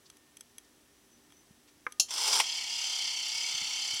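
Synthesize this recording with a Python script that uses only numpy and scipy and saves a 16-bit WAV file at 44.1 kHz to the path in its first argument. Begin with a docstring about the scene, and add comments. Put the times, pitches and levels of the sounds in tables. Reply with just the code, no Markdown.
"""A small wall clock in a quiet, dry room, heard close by on one microphone.
Over faint room air come a few light ticks, then the knock of the release lever and, at 2 s, the
sharp clack of a latch. The motor starts and rasps harder as it pushes a little figure out, sticking
and slipping, against a stop at 2.4 s. Then the worn gears whir on, their teeth shaking the plastic
case and throbbing once a turn."""
import sys
import numpy as np
from scipy import signal
from scipy.fft import rfft, irfft
from scipy.io import wavfile
from scipy.ndimage import uniform_filter1d

SR = 44100
rng = np.random.default_rng(int(sys.argv[2]) if len(sys.argv) > 2 else 0)


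def digitize_waveform(pressure):
    """Quantize a signal to 16-bit integers and store it at the path in sys.argv[1].

    Rows of a 2-D input are taken as channels; values are limited to [-1, 1].
    """
    field = np.atleast_2d(pressure).T
    bounded = np.clip(field, -1, 1)
    quanta = np.round(bounded * 32767).astype(np.int16)
    wavfile.write(sys.argv[1], SR, quanta)


N = 176400
TIME = np.arange(N) / SR


def undb(db):
    """Decibels to gain."""
    return 10 ** (np.asarray(db) / 20)


def unit(x):
    """Scale to rms 1."""
    return x / np.sqrt(np.mean(x ** 2) + 1e-24)


def curve(rows):
    """Join (time [s], value) rows by straight lines."""
    return np.interp(TIME, *np.array(rows).T)


def fade(t, t60):
    """Exponential decay that starts at t = 0."""
    return (t >= 0) * np.exp(-np.log(1000) * np.maximum(t, 0) / t60)


def wander(rate_hz):
    """Smooth random motion at rms 1."""
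    size = int(SR / rate_hz)
    steps = np.repeat(rng.standard_normal(N // size + 1), size)
    return unit(uniform_filter1d(steps, size)[:N])


def colour(x, points):
    """Causal filter through (frequency [Hz], gain [dB]) points, falling away below the first."""
    hz, db = np.array(points).T
    f = np.maximum(np.arange(N + 1) * SR / (2 * N), 1)
    shape_db = np.interp(np.log(f), np.log(hz), db) - 10 * np.log10(1 + (hz[0] / 2 / f) ** 2)
    cepstrum = irfft(np.log(undb(shape_db)))
    cepstrum[1:N] *= 2  # fold to minimum phase
    cepstrum[N + 1:] = 0
    return irfft(rfft(x, 2 * N) * np.exp(rfft(cepstrum)))[:N]


def tilt(rows, db_per_octave):
    """Brighten or dull a table whose rows begin with (frequency [Hz], level [dB])."""
    return [(hz, db + db_per_octave * np.log2(hz / rows[0][0]), *rest) for hz, db, *rest in rows]


def resonate(x, hz, width):
    """A steep resonance: two band-passes in a row."""
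    b, a = signal.iirpeak(hz, hz / (1.78 * width), fs=SR)
    return signal.lfilter(b, a, signal.lfilter(b, a, x))


def clicks(times, sizes):
    """Impulses at the given moments."""
    return np.bincount(np.clip(times * SR, 0, N).astype(int), sizes, N + 1)[:N]


def scrape(hits, decay_s):
    """Each click drags a short burst of friction noise behind it."""
    pole = np.exp(-2 / (decay_s * SR))
    power = signal.lfilter([1 - pole], [1, -pole], hits ** 2 + 1e-18)
    return np.sqrt(power) * rng.standard_normal(N)


def tail(x, t60):
    """Diffuse ringing with about the energy of its input."""
    t = np.arange(SR // 2) / SR
    response = rng.standard_normal(len(t)) * fade(t, t60)
    return signal.fftconvolve(x, response / np.linalg.norm(response))[:N]


def blow(at, spectrum, t60, rise, modes=(), ring_db=0):
    """A short crack plus ringing modes, with the energy of 10 ms at rms 1."""
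    t = TIME - at
    attack = 1 - np.exp(-np.maximum(t, 0) / rise)
    hit = unit(colour(rng.standard_normal(N) * attack * fade(t, t60), spectrum))
    if len(modes):
        ring = sum(undb(db) * fade(t, life) * np.sin(2 * np.pi * (hz * t + rng.random()))
                   for hz, db, life in modes)
        hit = hit + undb(ring_db) * unit(ring * attack)
    return unit(hit) * np.sqrt(0.01 * SR / N)


def room_tone():
    """Soft air all round the microphone, with a faint hum and a thin, steady whistle."""
    # spectrum of the air, bands of hum, whistle tones (frequency [Hz], level [dB])
    air_spectrum = [(15, -32), (25, -16), (64, -4.5), (119, -8.5), (289, -6.5), (389, -4), (421, -9),
                    (567, -11.5), (614, -12), (1620, -15.5), (1750, -14.5), (2560, -16), (3260, -15),
                    (4500, -17.5), (5880, -14.5), (6550, -17.5), (15500, -24.5)]
    hum_bands = [(243, -77), (293, -75.5), (391, -79), (1820, -81.5), (6040, -80)]
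    whistle_tones = [(7983, -81.5), (8979, -83), (9976, -80)]
    hum = sum(undb(db) * unit(resonate(rng.standard_normal(N), hz, width=5.7)) for hz, db in hum_bands)
    whistle = sum(undb(db) * unit(np.sin(2 * np.pi * hz * TIME)) for hz, db in whistle_tones)
    air = undb(-64.5) * unit(colour(rng.standard_normal(N), air_spectrum))
    return air + hum + whistle


def bumps():
    """A few soft, dull bumps in the background."""
    # bumps (time [s], level [dB])
    hits = [(1.504, -56), (3.54, -58.5), (3.613, -53.5), (3.929, -54.5)]
    # their low thud (frequency [Hz], level [dB])
    thud = [(40, -13), (90, -5), (180, 0), (300, -10), (700, -29), (2000, -60)]
    return sum(undb(db) * blow(at, thud, t60=0.05, rise=0.0039) for at, db in hits)


def squeaks():
    """Brief, faint, high squeaks and rubs in the works."""
    # swells of noise (time [s], pitch [Hz], width [Hz], level [dB], half length [s])
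    rubs = [(0.065, 4600, 1500, -58.5, .009), (0.651, 5500, 2000, -64, 0.0054),
            (1.373, 6045, 60, -63.5, .025), (1.135, 6045, 60, -71, .03), (1.687, 3000, 3500, -62.5, .015)]
    sound = np.zeros(N)
    for at, hz, width, db, half in rubs:
        swell = np.exp(-((TIME - at) / half) ** 2)
        sound += undb(db) * swell * unit(resonate(rng.standard_normal(N), hz, width))
    return sound


def ticks():
    """Light, dry ticks at uneven intervals, some brighter than others."""
    # ticks (time [s], level [dB], brightness [dB per octave])
    hits = [(0.0997, -52.5, -0.5), (.169, -61, 0.5), (0.369, -50.5, 1), (0.408, -47, 1),
            (.582, -45.5, -0.5), (1.303, -65, -8), (1.322, -60, -6.5), (1.922, -47, -1), (3.283, -46.5, 0),
            (3.945, -44.5, 5)]
    # crack of a tick (frequency [Hz], level [dB])
    crack = [(300, -34), (1300, -12), (3280, -9), (4700, -11.5), (6300, -2.5), (7000, -18), (7900, -7),
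             (10200, -12.5), (11000, -0.5), (12500, -21), (15500, -33)]
    # its ringing (frequency [Hz], level [dB], t60 [s])
    modes = [(1770, -16.5, 0.025), (2290, -9.5, 0.016), (3290, -4.5, 0.025), (6050, -6, 0.024),
             (6300, -5, 0.022), (7840, 3, 0.0092), (10840, 4.5, 0.0091), (11200, 1, 0.0083)]
    return sum(undb(db) * blow(at, tilt(crack, bright), t60=0.012, rise=0.0012,
                               modes=tilt(modes, bright), ring_db=1) for at, db, bright in hits)


def lever_knock():
    """The release lever knocks once and rings in the midrange."""
    # crack of the lever (frequency [Hz], level [dB])
    crack = [(120, -75), (200, -24), (1600, 0.5), (2280, -12), (3040, -16), (4910, -32), (5560, -24),
             (9470, -46), (10900, -26.5), (14000, -59)]
    # its ringing (frequency [Hz], level [dB], t60 [s])
    modes = [(490, -11.5, 0.051), (830, -14, 0.05), (1030, -6, 0.055), (1254, 7.5, 0.024),
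             (1226, -29.5, 0.67), (1577, 5, 0.027), (2100, -0.5, 0.032), (2310, 1.5, 0.018)]
    return undb(-30.5) * blow(1.8662, crack, t60=0.018, rise=0.00037, modes=modes, ring_db=5)


def latch():
    """The latch clacks sharply and leaves a bright, diffuse ring."""
    # crack of the latch (frequency [Hz], level [dB])
    crack = [(120, -75), (200, -35), (720, -21.5), (1880, -37), (2800, -7.5), (3610, -15.5), (4100, -6),
             (4840, -11.5), (5110, -5.5), (5910, 1.5), (8820, -17.5), (11000, -12), (15500, -36)]
    # its ringing (frequency [Hz], level [dB], t60 [s])
    modes = [(2560, -17, 0.072), (2754, -9.5, 0.1), (3150, -16, 0.12), (4250, -5, .11), (5263, 4, 0.048),
             (5760, -12, 0.046), (5980, -15, 0.13), (6530, 3.5, 0.084), (7040, -11, 0.18),
             (7500, -11, 0.11), (8340, -12, 0.14), (10700, -4, 0.062)]
    clack = undb(-19.5) * blow(1.9972, crack, t60=0.037, rise=0.0016, modes=modes, ring_db=-4.5)
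    return clack + undb(-6.5) * tail(clack, t60=0.14)


def figure_stop():
    """The figure hits its stop."""
    # crack of the impact (frequency [Hz], level [dB])
    crack = [(150, -32), (350, -18), (660, -7), (910, 1), (1630, -13.5), (2230, -0.5), (3200, -0.5),
             (3830, -9.5), (5400, -3), (6700, -15), (8800, -8.5), (15500, -32)]
    return undb(-20.3) * blow(2.3985, crack, t60=0.059, rise=0.0013)


def figure_rasp(slips_per_s=1100):
    """Dense stick-slip clicks as the figure is pushed out; now and then it catches and jerks free."""
    # swell of the slide, and the single jerks (time [s], level [dB])
    swell = [(2.075, -66), (2.092, -45), (2.104, -49), (2.112, -39.5), (2.17, -36), (2.195, -33),
             (2.322, -29.5), (2.345, -25), (2.39, -27.5), (2.425, -37), (2.48, -58)]
    catches = [(2.106, -35), (2.137, -35.5), (2.178, -32.5), (2.2773, -26), (2.3277, -26.5)]
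    # spectrum of the friction (frequency [Hz], level [dB])
    friction = [(200, -38), (420, -13.5), (680, -15), (930, -2), (1150, -11), (1550, -9.5), (1730, -20),
                (2000, -12), (2450, -13.5), (2800, -9), (3500, -3), (3900, -10.5), (4500, -6.5), (5000, 1),
                (6050, -1.5), (6700, -15), (7350, -4), (7800, -11), (8800, -8.5), (11000, -19),
                (13500, -25), (15500, -29)]
    offset, strength, side = rng.random((int(slips_per_s * N / SR), 3)).T
    times = (np.arange(len(offset)) + offset) / slips_per_s
    slips = clicks(times, undb(9 * strength) * np.sign(side - 0.5))
    jerks = sum(undb(db) * blow(at, friction, t60=0.059, rise=0.0008) for at, db in catches)
    slips = slips + undb(8) * scrape(slips, decay_s=0.0016)
    sliding = (TIME > swell[0][0]) * (TIME < swell[-1][0])
    return unit(colour(slips, friction)) * undb(curve(swell)) * sliding + jerks


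def throb(turns, depth_db, place):
    """Gain that swings once a turn; a positive depth peaks at the given place (0-1)."""
    return undb(depth_db * np.cos(2 * np.pi * (turns - place)))


def tooth_clicks(turns, count=48, jitter_s=0.00005, scatter_db=2):
    """Worn teeth click in nearly the same uneven pattern on every turn."""
    places = (np.arange(count) + rng.random(count)) / count
    signs = rng.choice([-1, 1], count)
    whole_turns = np.arange(np.ceil(turns[0]), np.ceil(turns[-1]))
    times = np.interp((whole_turns[:, None] + places).ravel(), turns, TIME, right=2 * TIME[-1])
    lag, force = rng.standard_normal((len(times), 2)).T
    return clicks(times + jitter_s * lag, np.tile(signs, len(whole_turns)) * undb(scatter_db * force))


def tooth_contact(teeth):
    """Each tooth's click with a short, bright scrape behind it."""
    treble = signal.butter(2, 1750, "high", fs=SR)
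    return teeth + undb(-0.5) * signal.lfilter(*treble, scrape(teeth, decay_s=0.00073))


def plastic_case(teeth, turns, waver_db=1.24):
    """The teeth shake the case, each resonance hardest at its own part of the turn."""
    # resonances (frequency [Hz], width [Hz], level [dB], throb [dB], place in the turn [0-1])
    modes = [(813, 119, -17.5, 0.5, 0.7), (944, 106, -16, 1.5, .45), (1267, 283, -14, 2, 0.04),
             (1876, 116, -15.5, 1.5, 0.08), (2123, 57, -11.5, 5, 0.01), (2236, 55, -7.5, 6, 0.1),
             (2831, 224, -1.5, 2, 0.07), (3093, 95, -1.5, 1.5, 0.8), (3245, 78, -2.5, 2, 0.94),
             (3486, 130, -4.5, 0.8, .02), (4284, 100, -5, -0.5, .05), (4585, 260, -2.5, 2.5, 0.2),
             (4990, 360, .5, 2.5, 0), (5583, 105, -2, 2, 0.97), (5940, 83, -5, 7, 0.9),
             (6110, 110, -2.5, 4.5, .87)]
    sound = np.zeros(N)
    for hz, width, db, depth, place in modes:
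        gain = undb(db + waver_db * wander(9))
        shaking = tooth_contact(teeth) * throb(turns, depth, place)
        sound += gain * unit(resonate(shaking, hz, width))
    return undb(-1.5) * unit(sound)


def gear_rattle(teeth, turns):
    """The broad rattle of the teeth themselves, throbbing once a turn."""
    # body and bright edge of the tooth clicks (frequency [Hz], level [dB])
    body_spectrum = [(100, -44.5), (600, -9), (800, -12.5), (1650, -30), (2200, -24), (3100, -12),
                     (3900, -8), (4700, -8), (6000, -1), (7000, -6), (10000, -20.5), (15500, -24)]
    edge_spectrum = [(4500, -37.5), (6300, -8.5), (7200, 3.5), (8200, -4.5), (9500, -10), (11000, -15.5),
                     (13000, -24.5), (15500, -29.5)]
    body = undb(-17) * unit(colour(tooth_contact(teeth), body_spectrum))
    edge = undb(-11) * unit(colour(tooth_contact(teeth), edge_spectrum))
    return (body + edge) * throb(turns, depth_db=1.5, place=0.93)


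def pinion(turns, cycles_per_turn=138):
    """The motor pinion sings, roughened by uneven teeth."""
    tone = np.sin(2 * np.pi * cycles_per_turn * turns + wander(160))
    return undb(-11) * unit(tone) * throb(turns, depth_db=4.5, place=0.11)


def mesh_whine(turns, waver_db=2.5, rough_rad=0.26):
    """The meshing gears whine in wavering tones that follow their speed."""
    # mesh tones (order [cycles per turn], relative level [dB])
    tones = [(22, -37), (23, -33), (24, -34), (25, -31.5), (26, -30.5), (27, -31.5), (28, -28.5), (29, -31),
             (38, -34), (63, -25), (64, -24), (89, -18), (92, -18), (143, -18)]
    sound = np.zeros(N)
    for order, db in tones:
        gain = undb(db + waver_db * wander(7))
        phase = 2 * np.pi * (order * turns + rng.random())
        roughness = rough_rad * np.sqrt(order / tones[0][0]) * wander(60)
        sound += gain * unit(np.sin(phase + roughness))
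    return undb(-3) * sound


def whir(turn_start_s=2.496):
    """The motor runs the gears at a slightly unsteady speed inside the case."""
    # speed of the gear (time [s], speed [turns per s])
    speed = [(2.54, 36.0), (2.64, 31.1), (2.73, 35.2), (2.85, 35.1), (2.92, 34.4), (3.02, 33.8), (3.13, 33),
             (3.22, 32.1), (3.33, 34.3), (3.41, 35.4), (3.49, 35.3), (3.59, 32.7), (3.68, 32.5),
             (3.8, 34.3), (3.89, 33.6), (4, 34.2)]
    # swell of the whir (time [s], gain [dB])
    swell = [(2.085, -49.5), (2.2, -37), (2.42, -35.5), (2.57, -34.5), (2.66, -36), (2.87, -32.5),
             (3.18, -35), (3.49, -33), (3.72, -34), (4, -34.3)]
    # narrow gaps between the case resonances (frequency [Hz])
    nulls = [1640, 2340, 3175, 3820, 4370, 5440]
    turns = np.cumsum(curve(speed)) / SR
    turns -= np.interp(turn_start_s, TIME, turns)
    teeth = tooth_clicks(turns)
    sound = plastic_case(teeth, turns) + gear_rattle(teeth, turns) + pinion(turns) + mesh_whine(turns)
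    for hz in nulls:
        sound = sound - 0.75 * resonate(sound, hz, width=57)
    return sound * undb(curve(swell)) * (TIME > swell[0][0])


def scene():
    """The clock close to the microphone, with a little of the small, dry room behind it."""
    clock = ticks() + lever_knock() + latch() + figure_stop() + squeaks() + figure_rasp() + whir()
    reverb = undb(-18) * tail(clock, t60=0.16)
    return (clock + reverb + bumps() + room_tone())[None]


def record(dry):
    """The recorder cuts the top steeply above 15.9 kHz."""
    return signal.sosfilt(signal.ellip(10, 0.2, 80, 15900, fs=SR, output="sos"), dry)


dry = scene()
out = record(dry)
digitize_waveform(out)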